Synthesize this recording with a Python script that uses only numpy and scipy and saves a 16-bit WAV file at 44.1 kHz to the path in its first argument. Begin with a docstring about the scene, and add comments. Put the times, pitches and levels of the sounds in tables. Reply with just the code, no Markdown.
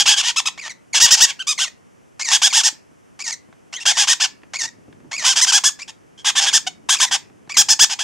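"""Begging parrot brood

A brood of young parrots begs on a cloth in a small room, close to the microphone, with a hand among them.
Whines, cries and squawks are pulse trains from a syrinx, ringing in the resonances of throat and beak:
thin gliding whines, short arching cries, and harsh arching squawks, the loudest clipped by the recorder.
Feet and fingers make filtered-noise taps and shuffles on the bedding, over steady room noise and hiss."""
import sys
import numpy as np
from scipy import signal
from scipy.fft import rfft, irfft
from scipy.io import wavfile
from scipy.ndimage import uniform_filter1d, map_coordinates

SR = 44100
rng = np.random.default_rng(int(sys.argv[2]) if len(sys.argv) > 2 else 0)


def master(y):
    """Save y as 16-bit WAV."""
    cut = np.clip(np.atleast_2d(y).T, -1, 1)
    pcm = np.round(cut * 32767)  # scale
    wavfile.write(sys.argv[1], SR, pcm.astype(np.int16))


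N = 354519

# spectrum of the room noise: f/Hz, relative density level/dB
NOISE_SPECTRUM = [(20, -16), (45, -7), (90, 0), (180, -0.5), (400, -4), (700, -7.5), (1500, -11.5),
                  (3000, -15.5), (4000, -25.5), (6000, -17.5), (9000, -23.5), (11500, -28), (15000, -50.5)]
# stereo width of the room noise: f/Hz, side over mid level/dB
NOISE_WIDTH = [(60, 3.5), (140, 9.5), (320, 10.5), (750, 6), (1730, 3), (4010, -10.5), (9280, -4)]
# rumble of shuffling on the cloth: t/s, relative level/dB
SHUFFLE = [(0.0, -57), (0.65, -62), (1.07, -60.5), (1.34, -66), (2.59, -66), (2.87, -68.5), (4.45, -58.5),
           (4.95, -51), (5.96, -61.5), (6.33, -52.5), (7.57, -53.5), (8.04, -61)]
# decay of the room's tail: f/Hz, T60/s
ROOM_T60 = [(500, 0.27), (2000, 0.26), (6000, 0.19), (14000, .22)]
# taps on the bedding: t/s, thud relative level/dB, claw tick relative level/dB
TAPS = [(2.726, -44.5, -68.5), (2.912, -47, -71), (3.487, -40.5, -63.5), (3.527, -66.5, -42.5),
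        (4.419, -49, -51), (4.434, -39, -42.5), (4.784, -43, -61.5), (4.881, -35, -58), (4.927, -55, -43.5),
        (5.002, -44, -51), (5.044, -41, -61.5), (7.299, -43.5, -51), (7.475, -40, -46)]

# resonances of throat and beak, nearly shut and wide open: f/Hz, level/dB
NARROW_BEAK = [(300, -44.5), (600, -5), (950, -2.5), (1400, -5.5), (2300, -4.5), (3700, -9), (5600, -1),
               (7000, -4), (9000, -18), (12000, -39), (16000, -60)]
OPEN_BEAK = [(300, -40.5), (570, -19.5), (800, -3), (980, -2), (1270, -15.5), (1700, -6), (2200, -11),
             (3250, 1.5), (4100, -10.5), (5150, -0.5), (6700, -3), (8200, -9.5), (10000, -20.5),
             (16000, -46)]
THROAT_HZ = 3250  # main resonance of the open beak as tabled
VOICE_LOW_HZ = 400  # the small throats give little below this

# rising whines: start t/s, end t/s, shelf pitch f/Hz, level/dB, brightness level/dB
RISING_WHINES = [(.574, .603, 2277, -34, -9.5), (2.193, 2.234, 2160, -26, 0),
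                 (3.19, 3.228, 2286, -31.5, -1), (3.725, 3.775, 3040, -30, -4.5),
                 (4.533, 4.573, 2170, -27.5, -3.5), (5.111, 5.17, 2222, -28, -5.5),
                 (5.788, 5.834, 2340, -34, -4), (6.953, 6.978, 2530, -27, -3.5),
                 (7.492, 7.529, 2280, -29, -6)]
RISE_FROM, RISE_TO = .5, 1.22  # first and last pitch as shares of the shelf pitch
RISE_RASP, RISE_END_RASP, RISE_SWELL_DB = .99, .096, 3.0  # it clears and grows as it climbs
# falling whines: start t/s, end t/s, first pitch f/Hz, level/dB, start-to-end swell level/dB,
# brightness level/dB
FALLING_WHINES = [ (0.609, 0.687, 2550, -34.5, 6.5, -6), (0.692, .722, 2430, -33.5, -3, -3.5),
                  (0.929, 0.95, 2400, -22, 8.5, 0), (1.3, 1.325, 2684, -34, -10, -18),
                  (1.575, 1.594, 2300, -27, 16, -3), (1.648, 1.687, 2395, -34.5, -1, -2.5),
                  (2.241, 2.323, 2663, -23.5, 6.5, 2), (2.501, 2.525, 2630, -28.5, -1, 0),
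                  (3.237, 3.312, 2613, -27, 6.5, 4), (3.316, 3.344, 2426, -26, 1, 4),
                  (3.766, 3.801, 2200, -37, -5.5, -15), (3.924, 3.975, 2410, -30, 6, 1),
                  (4.586, 4.664, 2367, -24, 1.5, 3), (4.674, 4.693, 1997, -37, -2, -3),
                  (5.176, 5.242, 2616, -26, -2, -1.5), (6.504, 6.529, 2640, -31.5, -4, -2),
                  (6.984, 7.002, 2600, -25.5, 6, 3), (7.065, 7.09, 2230, -31, 5, -4),
                  (7.538, 7.574, 2594, -30.5, -7, -6)]
REST_HZ, SAG_S = 1714, .021  # pitch it sags towards, and the time constant
FALL_RASP, RASP_AFTER_S, RASP_PER_S = .08, .0072, 14  # it starts nearly clean and then frays
RALLY_AFTER_S, RALLY_HZ_PER_S = .064, 22000  # if it lasts, an upward glide joins in

# short arching cries, mostly clear: start t/s, end t/s, top pitch f/Hz, droop at the start/share,
# level/dB, rasp/0-1, brightness level/dB
CRIES = [(0.117, 0.16, 1622, 0.06, -20, 0, -12), (0.359, 0.406, 1317, 0.38, -14.5, 0.14, -3.5),
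         (0.454, .49, 1293, 0.38, -16.5, 0.1, -5), (1.39, 1.429, 1550, .17, -24.5, .03, -12),
         (1.468, 1.535, 1242, .16, -16, .1, 1.5), (3.798, 3.838, 2780, 0.35, -29.5, 0.35, -4),
         (5.876, 5.909, 1790, 0.3, -32.5, 1, -2), (6.175, 6.226, 3200, 0, -42, 0.7, -5.5)]
CRY_CREST, CRY_END_DROOP = .48, 1.2  # crest as share of the length; end droop over start droop

# squawks: start t/s, end t/s, top pitch f/Hz, level/dB, start-to-end swell level/dB, rasp drive/0-1,
# period doubling drive/0-1, brightness level/dB, main throat resonance f/Hz
SQUAWKS = [ (-.03, .034, 1640, -9.5, -11, 0.88, 0.45, -1, 3190),
           (.055, .15, 1697, -10.5, -5, .8, 0.18, -1.5, 3210),
           (.16, 0.221, 1738, -15, 5.5, 0.74, .29, -2, 3260),
           (0.224, 0.318, 1928, -17, 7.5, 0.83, 0.2, -4, 3170),
           (0.941, .998, 1712, -13, -5.5, 0.68, 0.16, -1.5, 3240),
           (.997, 1.072, 1915, -6.5, 2, .24, 0.5, 4, 3210),
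           (1.065, 1.108, 555, -19, 2, 0.23, 0.24, -5, 3230),
           (1.104, 1.158, 1922, -6, 3, .38, 0.3, 5, 3190),
           (1.166, 1.205, 890, -18, 6.5, 0.87, .1, 3.5, 3080), (1.2, 1.26, 1886, -7, -1, .44, 0.2, 4, 3233),
           (1.262, 1.33, 560, -30, -8, .2, 0, -8, 3200),
           (1.278, 1.314, 1671, -23, 10.5, 0.73, 0.2, -1, 3200),
           (1.584, 1.657, 1547, -17, -0.5, .3, 0.17, -3, 3370),
           (2.312, 2.377, 1700, -10.5, -2, 0.8, 0.26, .5, 3310),
           (2.416, 2.485, 1677, -9.5, -0.5, 0.6, .2, 1, 3300),
           (2.524, 2.621, 1784, -11.5, 0.5, 0.6, .22, 1.5, 3320),
           (2.631, 2.693, 1836, -12, 6.5, .62, 0.46, 5.5, 3230),
           (3.853, 3.929, 1658, -11, -6, 0.9, 0.25, 0.5, 3250),
           (3.968, 4.056, 1671, -12.5, -6.5, 0.7, 0.2, 1, 3260),
           (4.07, 4.143, 1882, -11.5, 1, 0.8, .16, 1.5, 3300),
           (4.198, 4.266, 1756, -13.5, 1.5, 0.67, 0.2, 0.5, 3080),
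           (5.24, 5.343, 1613, -12.5, -6, 0.71, 0.22, 1.5, 3280),
           (5.355, 5.412, 1685, -13.5, 1, 0.83, 0.14, 2.5, 3240),
           (5.408, 5.456, 2052, -10, 1, .18, 0.3, 5, 3290),
           (5.463, 5.518, 1590, -14, 2, 0.5, .13, 2.5, 3200),
           (5.517, 5.594, 1673, -10, -1, .41, .05, 4, 3295),
           (5.636, 5.7, 1737, -11.5, -5.5, 0.26, 0.14, 7, 3420),
           (6.244, 6.311, 1683, -14.5, 4, 0.67, 0.04, -2, 3370),
           (6.351, 6.408, 1738, -13.5, 5, 0.83, 0.03, -2.5, 3360),
           (6.404, 6.466, 1662, -16, 2.5, 0.76, 0.7, 2, 3110),
           (6.457, 6.505, 1650, -14.5, -0.5, 0.62, 0.04, -4.5, 3320),
           (6.526, 6.586, 1814, -10.5, 2, 0.63, 0.3, 5, 3280),
           (6.664, 6.689, 743, -20, 1, 0.12, 0.03, -5, 3190),
           (6.887, 6.959, 1667, -12, -5.5, 0.67, 0, 0.5, 3540),
           (6.998, 7.06, 1690, -12, -2.5, 0.73, 0, 1.5, 3420),
           (7.109, 7.17, 1586, -14.5, -4, 0.76, 0, 0, 3310),
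           (7.566, 7.628, 1676, -7.5, -4, 0.37, 0.5, 6.5, 3350),
           (7.684, 7.743, 1800, -9, -1, 0.25, 0.57, 9.5, 3150),
           (7.79, 7.852, 1746, -7, 5.5, 0.52, 0.18, 5, 3240),
           (7.893, 7.947, 1652, -20, 1, 1, 0.3, 1.5, 3140),
           (7.987, 8.063, 1717, -19, -0.5, 1, 0.35, -1.5, 3270)]
# weight of the squawks' low partials: t/s, level/dB
CHEST = [(0, -5), (1.3, -3), (2.5, -2.5), (4, -1), (5.4, -0.5), (5.6, 3), (6.35, -1), (7.1, 1.5), (8, -1)]
# where the squawking bird sits: t/s, left over right level/dB
PAN = [(0, 0.2), (1, 0), (2.6, -0.5), (3.9, 0.5), (5.35, -0.8), (5.6, 0.5), (6.35, -0.5), (6.9, .5),
       (7.8, 0.1)]
# the arch: central pitch of its feet, central place of its crest (0-1), flatness of its top
EDGE_HZ, CREST, FLATNESS = 780, .57, 3.2
# largest shift of the crest (share of the length) and of the starting croak (share of its pitch)
CREST_SPREAD, EDGE_SPREAD = .14, .12
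LOCK_S, LOCK_DEPTH = .012, .45  # averaging time of the beat's regularity, and its swing of the rasp

CUTOFF_HZ = 15700  # top of the recorder's range


def from_db(db):
    """Decibels to gain."""
    return 10 ** (np.asarray(db) / 20)


def rms_one(x):
    """Scale to unit power."""
    return x / np.sqrt(np.mean(x ** 2) + 1e-20)


def at_hz(points, hz):
    """Read a table along log frequency."""
    points = np.array(points)
    return np.interp(np.log(np.maximum(hz, 1)), np.log(points[:, 0]), points[:, 1])


def band(x, low_hz, high_hz):
    """Gentle band-pass."""
    edges = [low_hz, min(high_hz, SR / 2 - 1)]
    return signal.sosfilt(signal.butter(2, edges, "band", fs=SR, output="sos"), x)


def add(out, start, sound):
    """Mix a sound in at a time; what falls outside the scene is dropped."""
    i = int(start * SR)
    sound, i = sound[..., max(0, -i):], max(0, i)
    out[..., i:i + sound.shape[-1]] += sound[..., :max(0, N - i)]


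def background(hiss_db=-50.0, shuffle_db=1.0, lumpy_db=3.0):
    """Steady room noise and hiss, wide in the bass, with the lumpy rumble of movement on the cloth."""
    hz = np.fft.rfftfreq(N, 1 / SR)
    mid, side = rfft(rng.standard_normal((2, N))) * from_db(at_hz(NOISE_SPECTRUM, hz))
    side = side * from_db(at_hz(NOISE_WIDTH, hz))
    steady = rms_one(irfft([mid + side, mid - side], N))

    rumble_db = np.interp(np.arange(N) / SR, *np.transpose(SHUFFLE))
    lumps = rms_one(signal.resample(rng.standard_normal(size=200), N))
    lumpy_noise = rng.standard_normal((2, N)) * from_db(lumpy_db * lumps)
    # the swelling is laid on before the band-pass
    rumble = rms_one(band(lumpy_noise, 77, 330))
    return from_db(hiss_db) * steady + from_db(rumble_db + shuffle_db) * rumble


def room(x, wet_db=-11.5, early_db=-11.5, early_t60=.073, gap=.0037):
    """Near surfaces answer almost at once; the walls leave a short tail that dies sooner in the treble."""
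    t, edges = np.arange(SR // 2) / SR, np.geomspace(100, 20000, num=9)
    shared, own = rng.standard_normal(len(t)), rng.standard_normal((2, len(t)))
    share = .5
    # the two ports are close together, so only the treble differs between them
    own = band(own, 1500, 18000)
    echoes = (np.sqrt(share) * shared + np.sqrt(1 - share) * own) * (t > gap)
    tail = 0
    for low, high in zip(edges, edges[1:]):
        t60 = at_hz(ROOM_T60, np.sqrt(low * high))
        tail = tail + band(echoes, low, high) * from_db(-60 * t / t60)
    # the same noise backwards serves as a separate early pattern
    early = echoes[:, ::-1] * from_db(-60 * t / early_t60) * (t > gap / 2)
    response = from_db(wet_db) * rms_one(tail) + from_db(early_db) * rms_one(early)
    response = response / np.sqrt(len(t))
    return signal.fftconvolve(x[None], response, axes=1)[:, :N]


def taps(tick_t60=.022, thud_t60=.05, thud_gain_db=1.0, tick_gain_db=1.0):
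    """A dull thud through the cloth with the tick of a claw on top: two decaying bands of noise."""
    out, t = np.zeros(N), np.arange(SR // 10) / SR
    for start, thud_db, tick_db in TAPS:
        thud = rms_one(band(rng.standard_normal(len(t)), 100, 340))
        thud = thud * from_db(thud_db + thud_gain_db - 60 * t / thud_t60)
        tick = rms_one(band(rng.standard_normal(len(t)), 600, 2300))
        tick = tick * from_db(tick_db + tick_gain_db - 60 * t / tick_t60)
        add(out, start, thud + tick)
    return out


def syrinx(pitch, doubling, rasp, jitter, waver, shimmer_db=2.0, limp=.1):
    """One sharp pulse per closure; alternate ones come weak and late, and rasp unsettles size and timing."""
    n = len(pitch)
    unsteady = rms_one(uniform_filter1d(rng.standard_normal(n), size=110))
    cycles = np.cumsum(pitch * (1 + waver * np.sqrt(rasp) * unsteady)) / SR
    k = np.arange(1, int(cycles[-1]))
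    at = np.interp(k, cycles, np.arange(n))
    rough, weak = rasp[at.astype(int)], doubling[at.astype(int)] * (k % 2)

    # near chaos an uneven pattern of two to five closures recurs, gradually changing
    pattern, memory = rng.integers(2, 6), .68
    feedback = np.r_[1, np.zeros(pattern - 1), -memory]
    uneven = signal.lfilter([np.sqrt(1 - memory ** 2)], feedback, rng.standard_normal((2, n)))
    timing, size = uneven[:, -len(k):]
    at = at + (jitter * rough * timing + limp * weak) * SR / pitch[at.astype(int)]
    strength = (1 - weak) * from_db(shimmer_db * rough * np.clip(size, -2, 2))

    # windowed sincs place each pulse between samples
    near = at.astype(int)[:, None] + np.arange(-7, 9)
    offset = near - at[:, None]
    pulses = strength[:, None] * np.sinc(offset) * np.sinc(offset / 8)
    return np.bincount(np.clip(near, 0, n - 1).ravel(), pulses.ravel(), n)


def throat(pulses, shape, chest_db, bright_db, size=1024):
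    """Every pulse rings causally in the resonances of throat and beak; the level is evened."""
    hz = np.fft.rfftfreq(size, 1 / SR)
    tilt = [(1800, chest_db), (2800, 0), (3600, .01), (5000, bright_db)]
    db = at_hz(shape, hz) + at_hz(tilt, hz)
    # folding the cepstrum gives minimum phase, so nothing rings ahead of its pulse
    cepstrum = irfft(np.log(from_db(db)))
    cepstrum[1:size // 2] *= 2
    cepstrum[size // 2 + 1:] = 0
    ringing = irfft(np.exp(rfft(cepstrum)))
    voice = signal.fftconvolve(pulses, ringing)[:len(pulses)]
    return voice / np.sqrt(uniform_filter1d(voice ** 2, size=400) + 1e-12)


def gate(stage, length, attack, release):
    """The air flow starts and stops within milliseconds."""
    return np.clip(stage * length / attack, 0, 1) * np.clip((1 - stage) * length / release, 0, 1)


def flutter(n, depth_db):
    """Quick uneven throbbing of the air flow, from smoothed noise."""
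    smooth_walk = uniform_filter1d(np.cumsum(rng.standard_normal(n + 1)), size=130)
    return from_db(depth_db * rms_one(np.diff(smooth_walk)))


def locking(n):
    """The syrinx drifts in and out of a regular beat over milliseconds: a factor on the rasp."""
    drift = uniform_filter1d(rng.standard_normal(n + SR), size=int(LOCK_S * SR))
    return np.maximum(1 + LOCK_DEPTH * rms_one(drift)[:n], 0)


def whine(pitch, rasp, level_db, swell_db, bright_db, doubling=.51):
    """One high note through a nearly shut beak, between a clean whistle and a rasp."""
    stage, rough = np.linspace(0, 1, len(pitch)), np.clip(rasp, 0, 1)
    pulses = syrinx(pitch, np.clip(doubling * rough, 0, .95), rough, jitter=.14, waver=.022)
    air = .04 * rough * rng.standard_normal(len(stage))
    voice = throat(pulses + air, NARROW_BEAK, 0, bright_db)
    flow = gate(stage, len(stage) / SR, attack=.005, release=.0016) * flutter(len(stage), depth_db=3.0)
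    return voice * from_db(level_db + swell_db * (stage - .5)) * flow


def rising_whines(shelf_at=.55):
    """The pitch leaps out of a rasp, rests on a shelf and flicks up at the end."""
    out = np.zeros(N)
    for start, end, shelf_hz, level_db, bright_db in RISING_WHINES:
        stage = np.linspace(0, 1, int((end - start) * SR))
        # cubing flattens the glide around the shelf
        bend = np.interp(stage, [0, shelf_at, 1], [-1, 0, 1]) ** 3
        pitch = shelf_hz * np.interp(bend, [-1, 0, 1], [RISE_FROM, 1, RISE_TO])
        rasp = np.interp(stage, [.2, .8], [RISE_RASP, RISE_END_RASP])
        add(out, start, whine(pitch, rasp, level_db, RISE_SWELL_DB, bright_db))
    return out


def falling_whines():
    """A nearly clean whistle sags and frays; the long ones rally at the end."""
    out = np.zeros(N)
    for start, end, first_hz, level_db, swell_db, bright_db in FALLING_WHINES:
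        t = np.arange(int((end - start) * SR)) / SR
        sag = REST_HZ + (first_hz - REST_HZ) * np.exp(-t / SAG_S)
        rally = RALLY_HZ_PER_S * np.maximum(t - RALLY_AFTER_S, 0)
        rasp = FALL_RASP + RASP_PER_S * np.maximum(t - RASP_AFTER_S, 0)
        add(out, start, whine(sag + rally, rasp, level_db, swell_db, bright_db))
    return out


def cries(chest_db=0.0, edge_db=-8.0, flatness=2.9, doubling=.7, wobble=.025, wobble_hz=75):
    """The syrinx holds a more regular beat, so harmonics stand out while the pitch arches and wobbles."""
    out = np.zeros(N)
    for start, end, top_hz, droop, level_db, rasp, bright_db in CRIES:
        stage = np.linspace(0, 1, int((end - start) * SR))
        slack = np.abs(np.interp(stage, [0, CRY_CREST, 1], [-1, 0, 1])) ** flatness
        pitch = top_hz * (1 - droop * slack * np.where(stage < CRY_CREST, 1, CRY_END_DROOP))
        wobble_cycles = wobble_hz * stage * (end - start) + rng.random()
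        pitch = pitch * (1 + wobble * np.sin(2 * np.pi * wobble_cycles))
        rough = np.full(len(stage), np.clip(rasp, 0, 1))
        pulses = syrinx(pitch, np.clip(doubling * rough, 0, .6), rough, jitter=.18, waver=.025)
        voice = throat(pulses, OPEN_BEAK, chest_db, bright_db)
        loudness = from_db(level_db + edge_db * (2 * stage - 1) ** 2)
        flow = gate(stage, end - start, attack=.005, release=.0022) * flutter(len(stage), depth_db=1.94)
        add(out, start, voice * loudness * flow)
    return out


def squawks(edge_db=-2.5, onset_db=-5.5, fade_db=-6.0, edge_dull_db=-4.5, slack_stretch=.94):
    """Pressure swells and falls: pitch arches up from a low croak; the crest is brighter and raspier."""
    out = np.zeros((2, N))
    for start, end, top_hz, level_db, swell_db, rasp, doubling, bright_db, throat_hz in SQUAWKS:
        stage = np.linspace(0, 1, int((end - start) * SR))
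        # no two arches lean alike or start from the same croak
        lean, foot = rng.uniform(-1, 1, 2)
        crest = CREST + CREST_SPREAD * lean
        pressure = 1 - np.abs(np.interp(stage, [0, crest, 1], [-1, 0, 1])) ** FLATNESS
        edge_hz = min(EDGE_HZ * (1 + EDGE_SPREAD * foot), .9 * top_hz)
        pitch = edge_hz + (top_hz - edge_hz) * pressure

        rough = np.clip(rasp * (.5 + .5 * pressure) * locking(len(stage)), 0, 1)
        alternation = np.clip(doubling * pressure ** 2, 0, .95)
        pulses = syrinx(pitch, alternation, rough, jitter=.18, waver=.036)
        pulses = pulses + .02 * rough * rng.standard_normal(len(stage))  # breath

        # the resonances lie lower and duller while the throat is slack
        shape = np.array(OPEN_BEAK) * [throat_hz / THROAT_HZ, 1]
        slack_shape = shape * [slack_stretch, 1]
        chest_db = np.interp(start, *np.transpose(CHEST))
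        pressed = throat(pulses, shape, chest_db, bright_db)
        slack = throat(pulses, slack_shape, chest_db - edge_dull_db, bright_db + edge_dull_db)
        voice = pressure * pressed + (1 - pressure) * slack

        arch_db = np.where(stage < .5, onset_db, fade_db) * (2 * stage - 1) ** 2
        foot_db = edge_db * (1 - pressure) ** 2
        loudness = from_db(level_db + swell_db * (stage - .5) + arch_db + foot_db)
        flow = gate(stage, end - start, attack=.006, release=.0068) * flutter(len(stage), depth_db=1.5)
        pan_db = np.interp(start, *np.transpose(PAN))
        add(out, start, voice * loudness * flow * from_db([[pan_db / 2], [-pan_db / 2]]))
    return out


def scene(lag_samples=.57):
    """The birds sit a little to the right, so the left port hears them slightly later."""
    voices = squawks() + cries() + rising_whines() + falling_whines()
    low_cut = signal.butter(2, VOICE_LOW_HZ, "high", fs=SR, output="sos")
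    left, right = signal.sosfilt(low_cut, voices + 1e-18) + taps()
    late_left = map_coordinates(left, [np.arange(N) - lag_samples], order=3)
    direct = np.array([late_left, right])
    return direct + room((left + right) / 2) + background()


def record(dry, ceiling=.97):
    """The loudest peaks are clipped; then the deepest bass and the top are cut."""
    clipped = np.clip(dry, -ceiling, ceiling)
    bass_cut = signal.butter(1, 80, "high", fs=SR, output="sos")
    top_cut = signal.ellip(10, .1, 70, CUTOFF_HZ, fs=SR, output="sos")
    return signal.sosfilt(top_cut, signal.sosfilt(bass_cut, clipped))


dry = scene()
out = record(dry)
master(out)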